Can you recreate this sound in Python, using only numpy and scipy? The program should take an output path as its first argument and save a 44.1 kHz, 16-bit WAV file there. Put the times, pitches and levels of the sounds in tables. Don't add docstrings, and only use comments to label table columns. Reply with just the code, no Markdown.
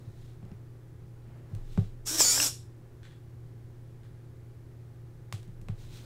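import sys
import numpy as np
from scipy import signal
from scipy.fft import rfft, irfft
from scipy.io import wavfile

SR = 44100
rng = np.random.default_rng(int(sys.argv[2]) if len(sys.argv) > 2 else 0)


def wrap_up_sound(samples):
    columns = np.atleast_2d(samples).T
    tamed = np.clip(columns, -1, 1)
    steps = np.round(tamed * 32767).astype(np.int16)
    wavfile.write(sys.argv[1], SR, steps)


N = 266981
T = np.arange(N) / SR

START_S, ENGAGE_S, BRAKE_S, STOP_S = 2.033, 2.049, 2.44, 2.51
PINION_TEETH, WHEEL_TEETH = 9, 47
FREE_SPEED = 345


def servo(second_db=-12, rotor_rough=0.69, rough_hz=50):
    rotor_db, rotor_power = -42.5, 4.2
    pace = speed()
    turns = np.cumsum(pace) / SR
    once = np.sin(2 * np.pi * turns)
    twice = np.sin(2 * np.pi * 2 * turns)
    rotor = unit(once + amp(second_db) * twice)
    rotor = rotor * (1 + rotor_rough * drift(rough_hz))
    rotor = rotor * amp(rotor_db) * (pace / FREE_SPEED) ** rotor_power
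    return engaged() * (whine(turns) + rattle(turns) + rotor)


def speed():
    spin_up_s, braking = .04, 1180
    free = FREE_SPEED * (1 - np.exp(-np.maximum(T - START_S, 0) / spin_up_s))
    return free - bolt_load() - braking * np.clip(T - BRAKE_S, 0, STOP_S - BRAKE_S)


# time_s, speed_loss (turns a second)
LOAD = [(2.17, 0), (2.222, 72), (2.25, 90), (2.28, 93.5), (2.31, 90), (2.43, 47)]


def bolt_load():
    time_s, speed_loss = np.transpose(LOAD)
    return np.interp(T, time_s, speed_loss)


def engaged():
    attack_s, release_s = 0.025, 0.041
    fade_in = np.clip((T - ENGAGE_S) / attack_s, 0, 1)
    run_down = np.clip((STOP_S - T) / release_s, 0, 1)
    return (fade_in * run_down) ** 2


# multiple (of shaft speed), level_db (relative, before the case)
MESH = [(9, -4), (18, 4), (19, -4), (21, -9), (26, -1.5), (27, 3), (28, -2), (30, -8), (35, -6), (37, -5),
        (42.4, -1)]


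def whine(turns):
    uneven, flutter, flutter_hz = .3, .2, 80
    throb, fading_db, fading_hz = .2, 2.5, 12
    wheel = turns * PINION_TEETH / WHEEL_TEETH
    out = np.zeros(N)
    for multiple, db in MESH:
        timing = wheel_pattern(wheel, (2, 4, 7))
        force = wheel_pattern(wheel, (1, 5))
        phase = 2 * np.pi * multiple * turns + uneven * timing + flutter * drift(flutter_hz)
        level = amp(db + fading_db * drift(fading_hz)) * (1 + throb * force)
        out += level * np.cos(phase)
    return through_case(out) * whine_level()


def wheel_pattern(wheel, cycles):
    return unit(sum(np.cos(2 * np.pi * (k * wheel + rng.random())) for k in cycles))


def whine_level():
    heaviest_db, power = -25.3, 2.4
    swing = 2.2
    load = bolt_load()
    return (load / load.max()) ** power * amp(heaviest_db + swing * tension_db())


def rattle(turns, spread_db=4, pulsing=0.13):
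    tooth = np.floor(turns * PINION_TEETH).astype(int)
    force = amp(spread_db * rng.standard_normal(WHEEL_TEETH))[tooth % WHEEL_TEETH]
    strikes = np.diff(tooth, prepend=0) * force * rng.standard_normal(N)
    sliding = (1 + pulsing * np.cos(2 * np.pi * turns)) * rng.standard_normal(N)
    contact = .4 * unit(strikes) + .4 * unit(sliding) + .8 * grind(turns)
    return through_case(contact) * rattle_level()


def grind(turns, count=130):
    wheel = turns * PINION_TEETH / WHEEL_TEETH
    running = (T > ENGAGE_S) & (T < STOP_S)
    out = np.zeros(N)
    for k, (place, size, phase, pace, start) in enumerate(rng.random((count, 5))):
        multiple = 3 * (k + 3) + int(3 * place)
        swell = np.cos(2 * np.pi * ((2 + 6 * pace) * T[running] + start))
        strength = 1 / (size + .06) ** .7
        out[running] += swell * strength * np.cos(2 * np.pi * (multiple * wheel[running] + phase))
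    return out / np.std(out[running])


def rattle_level():
    free_db, bearing_db = -23.5, 5
    bearing_load = 15
    return amp(free_db + bearing_db * np.tanh(bolt_load() / bearing_load) + tension_db())


# slack_s, slack_db (gain while the link is slack), taut_s, jolt_db (gain as it pulls taut)
TUGS = [(2.153, 2, 2.208, 5.5), (2.394, -1, 2.428, 2.5)]


def tension_db():
    slack_half_s, jolt_half_s = .012, .017
    return sum(slack_db * bell(slack_s, slack_half_s) + jolt_db * bell(taut_s, jolt_half_s)
               for slack_s, slack_db, taut_s, jolt_db in TUGS)


# pitch_hz, gain_db
CASE = [(150, -35.5), (450, -9.5), (700, -14.5), (1000, -14), (2000, -15), (2800, -14.5), (3150, -11.5),
        (3550, -9.5), (4250, -10.5), (4700, -11), (5500, 2), (6250, -4.5), (7100, -4), (7900, -4.5),
        (8500, -9.5), (9350, -8), (10100, -17.5), (12000, -14), (16000, -17.5)]


def through_case(x):
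    return colour(x, CASE)


# start_s, level_db (relative), centre_hz (of the blow)
BOLT_KNOCKS = [(2.206, -17.5, 806), (2.378, -25.5, 1150), (2.401, -21, 2460)]
# pitch_hz, level_db (relative), t60_s
BOLT_MODES = [(527.4, 7, 0.0052), (730, -10.5, 0.0055), (978, -2.5, 0.018), (1676, 3, 0.012),
              (2707, -1.5, 0.016), (2790, -1.5, 0.021)]


def bolt(octaves=0.89):
    out, t = np.zeros(N), T[:SR // 8]
    for s, db, centre_hz in BOLT_KNOCKS:
        for hz, mode_db, t60 in BOLT_MODES:
            share = np.exp(-(np.log2(hz / centre_hz) / octaves) ** 2)
            add(out, s, share * amp(db + mode_db) * ring(t, hz, t60))
    return low_cut(out, hz=336.0)


# start_s, thump_db (relative), soft_hz (softness cut-off),
# click_db (relative, before the shell), centre_hz (of the click)
PRESSES = [(0.064, -36, 111, -68, 3000), (0.428, -44.5, 380, -39, 1000), (0.452, -48, 403, -44, 4000),
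           (0.516, -44, 394, -38, 1800), (1.521, -21, 83, -45, 1000), (1.55, -54, 198, -31.5, 4870),
           (1.776, -20, 253, -17.5, 816), (5.3258, -22.5, 80.5, -14.5, 3970), (5.43, -60, 120.7, -35, 4470),
           (5.478, -45, 249, -45, 5060), (5.615, -41.5, 152, -38, 5960), (5.6856, -27.5, 145, -22.5, 1480)]
# pitch_hz, level_db (relative), t60_s
DESK = [(102.1, 3, 0.15), (111, -6, 0.047), (155.8, -0.5, 0.11), (174, 2.5, 0.092), (393, -8.5, 0.111),
        (485, -12.5, 0.07), (640, -13, 0.063)]


def thumps(swell_cycles=1.41):
    out, t = np.zeros(N), T[:SR // 2]
    for s, db, soft_hz, _, _ in PRESSES:
        push = 1 - np.exp(-(t * soft_hz / swell_cycles) ** 2)
        for hz, mode_db, t60 in DESK:
            reach = 1 / np.hypot(1, (hz / soft_hz) ** 2)
            add(out, s, 2 * amp(db + mode_db) * reach * push * ring(t, hz, t60))
    return low_cut(out, hz=87)


# pitch_hz, gain_db
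SHELL = [(150, -20.5), (450, 13.5), (750, 15.5), (950, 7.5), (1250, 7), (1750, 1), (2300, 2), (3100, 1.5),
         (4400, -1.5), (5500, -4), (8000, -2), (11000, -7), (16000, -5.5)]


def clicks(rough, crack_s=0.0033, band_span=2.3):
    out = np.zeros(N)
    for s, _, _, db, centre_hz in PRESSES:
        band = np.clip([centre_hz / band_span, centre_hz * band_span], 20, .45 * SR)
        b, a = signal.butter(1, band, "band", fs=SR)
        add(out, s, amp(db) * signal.lfilter(b, a, snap(crack_s, rough)))
    return colour(out, SHELL)


def snap(crack_s, rough):
    t = T[:SR // 10]
    chatter = rng.standard_normal(len(t)) * np.exp(-t / crack_s)
    return (t == 0) + rough * chatter / np.linalg.norm(chatter)


# peak_s, half_length_s (to 1/e), hiss_db, rub_db (rms at the peak)
STROKES = [(0.044, 0.15, -72.5, -63.5), (.24, 0.12, -68.5, -76), (0.503, .1, -88, -62.5),
           (1.355, .12, -86, -58.5), (1.546, 0.081, -73, -56.5), (1.772, .12, -62, -78),
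           (5.833, 0.059, -60.5, -61.5), (5.964, 0.069, -55.5, -68), (6.05, 0.025, -60, -52.5)]
# (per Hz, relative)
SKIN = [(300, -8.5), (1200, -2), (2700, 0.5), (3300, 2), (3900, 4.5), (4600, -1), (8000, -4.5),
        (11000, -12), (16000, -11.5)]
# (per Hz, relative)
PALM = [(25, -33), (120, -18.5), (170, -5), (205, 12), (260, -0.5), (500, -2), (1200, -12), (3000, -20.5),
        (8000, -48)]


def hand(grain_db=1.0, grain_hz=120):
    friction = rng.standard_normal(N) * amp(grain_db * drift(grain_hz))
    hiss, rub = np.zeros((2, N))
    for s, half_s, hiss_db, rub_db in STROKES:
        swell = bell(s, half_s)
        hiss = np.hypot(hiss, amp(hiss_db) * swell)
        rub = np.hypot(rub, amp(rub_db) * swell)
    return unit(colour(friction, SKIN)) * hiss + unit(colour(friction, PALM)) * rub


# start_s, rise_s, level_db (rms at the end of the rise)
SWAYS = [(0, .2, -52), (1.53, .07, -38), (1.66, .12, -46.5), (5.35, .36, -43.5)]


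def sway(wander=0.2):
    sway_hz, fall_db_per_s = 24, 37.5
    level = np.zeros(N)
    for s, rise_s, db in SWAYS:
        rise = np.clip((T - s) / rise_s, 0, 1)
        level += rise * amp(db - fall_db_per_s * np.maximum(T - s - rise_s, 0))
    return level * unit(np.sin(2 * np.pi * sway_hz * T + wander * drift(5)))


# start_s, level_db (relative, before colouring)
TICKS = [(3.032, -36), (3.053, -38), (3.111, -40.5), (4.034, -44), (4.185, -54)]
# pitch_hz, gain_db
TICK_COLOUR = [(800, -7), (1700, 12), (2600, 4.5), (3500, 7), (5000, -3), (8000, -4), (14000, -24)]


def ticks(crack_s=0.0088, rough=0.93):
    out = np.zeros(N)
    for s, db in TICKS:
        add(out, s, amp(db) * snap(crack_s, rough))
    return colour(out, TICK_COLOUR)


# pitch_hz, t60_s
ROOM = [(100, 0.28), (500, 0.25), (2000, 0.26), (3500, 0.36), (5500, 0.29), (9300, 0.3), (11000, 0.34),
        (16000, 0.15)]


def room(x, first_s=0.0068):
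    taps = rng.choice([-1., 1.], SR) * (rng.random(SR) < 1 / 10) * (T[:SR] > first_s)
    hz, t, z = signal.stft(taps, SR, nperseg=256)
    decay = amp(-60 * t / read(ROOM, hz)[:, None])
    tail = signal.istft(z * decay, SR, nperseg=256)[1]
    return signal.fftconvolve(x, tail / np.linalg.norm(tail))[:N]


# pitch_hz, level_db (rms)
HUM = [(59.2, -69), (118.4, -49), (150.7, -63.5), (247.6, -71), (323.0, -70), (360.7, -67), (382.2, -74),
       (430.7, -72), (527.6, -75.5), (823.6, -81)]
# (per Hz, relative)
AIR = [(20, -11.5), (30, -8.5), (45, -23), (80, -8.5), (105, -9), (125, -15), (155, -10), (190, -25.5),
       (340, -22.5), (560, -32.5), (900, -37.5), (1850, -41), (2700, -48), (6000, -52), (15500, -56)]


def background(waver=0.085, waver_hz=5, air_db=-52):
    hum = np.zeros(N)
    for hz, db in HUM:
        swell = 1 + waver * drift(waver_hz)
        phase = 2 * np.pi * (hz * T + rng.random()) + waver * drift(waver_hz)
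        hum += amp(db) * unit(swell * np.sin(phase))
    return hum + amp(air_db) * unit(colour(rng.standard_normal(N), AIR))


def amp(db):
    return 10 ** (np.asarray(db) / 20)


def unit(x):
    return x / np.sqrt(np.mean(x ** 2) + 1e-20)


def ring(t, hz, t60):
    return np.exp(-np.log(1000) * t / t60) * np.sin(2 * np.pi * hz * t)


def bell(s, half_s):
    return np.exp(-((T - s) / half_s) ** 2)


def drift(rate_hz):
    hz = np.fft.rfftfreq(N, 1 / SR)
    return unit(irfft(rfft(rng.standard_normal(N)) * np.exp(-(hz / rate_hz) ** 2), N))


def read(points, hz):
    f, value = np.transpose(points)
    return np.interp(np.log(hz + 1), np.log(f + 1), value)


def colour(x, points):
    log_gain = np.log(amp(read(points, abs(np.fft.fftfreq(4096, 1 / SR)))))
    taps = np.fft.ifft(np.exp(np.conj(signal.hilbert(log_gain)))).real
    return signal.fftconvolve(x, taps[:len(taps) // 2])[:len(x)]


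def low_cut(x, hz):
    return signal.sosfilt(signal.butter(2, hz, "high", fs=SR, output="sos"), x)


def add(mix, s, sound):
    part = mix[round(s * SR):][:len(sound)]
    part += sound[:len(part)]


def scene(servo_room_db=-9, click_room_db=-2, thump_room_db=-16, tick_room_db=3):
    machine, thump, tick = servo() + bolt(), thumps(), ticks()
    wet = room(amp(servo_room_db) * machine + amp(click_room_db) * clicks(rough=0)
               + amp(thump_room_db) * thump + amp(tick_room_db) * tick)
    near = machine + clicks(rough=1.23) + thump + hand() + sway()
    return (near + tick + wet + background())[None]


def record(dry):
    edge_hz = 15750
    taps = signal.firwin(511, edge_hz, window=("kaiser", 9), fs=SR)
    return signal.oaconvolve(dry, taps[None], "same")


dry = scene()
out = record(dry)
wrap_up_sound(out)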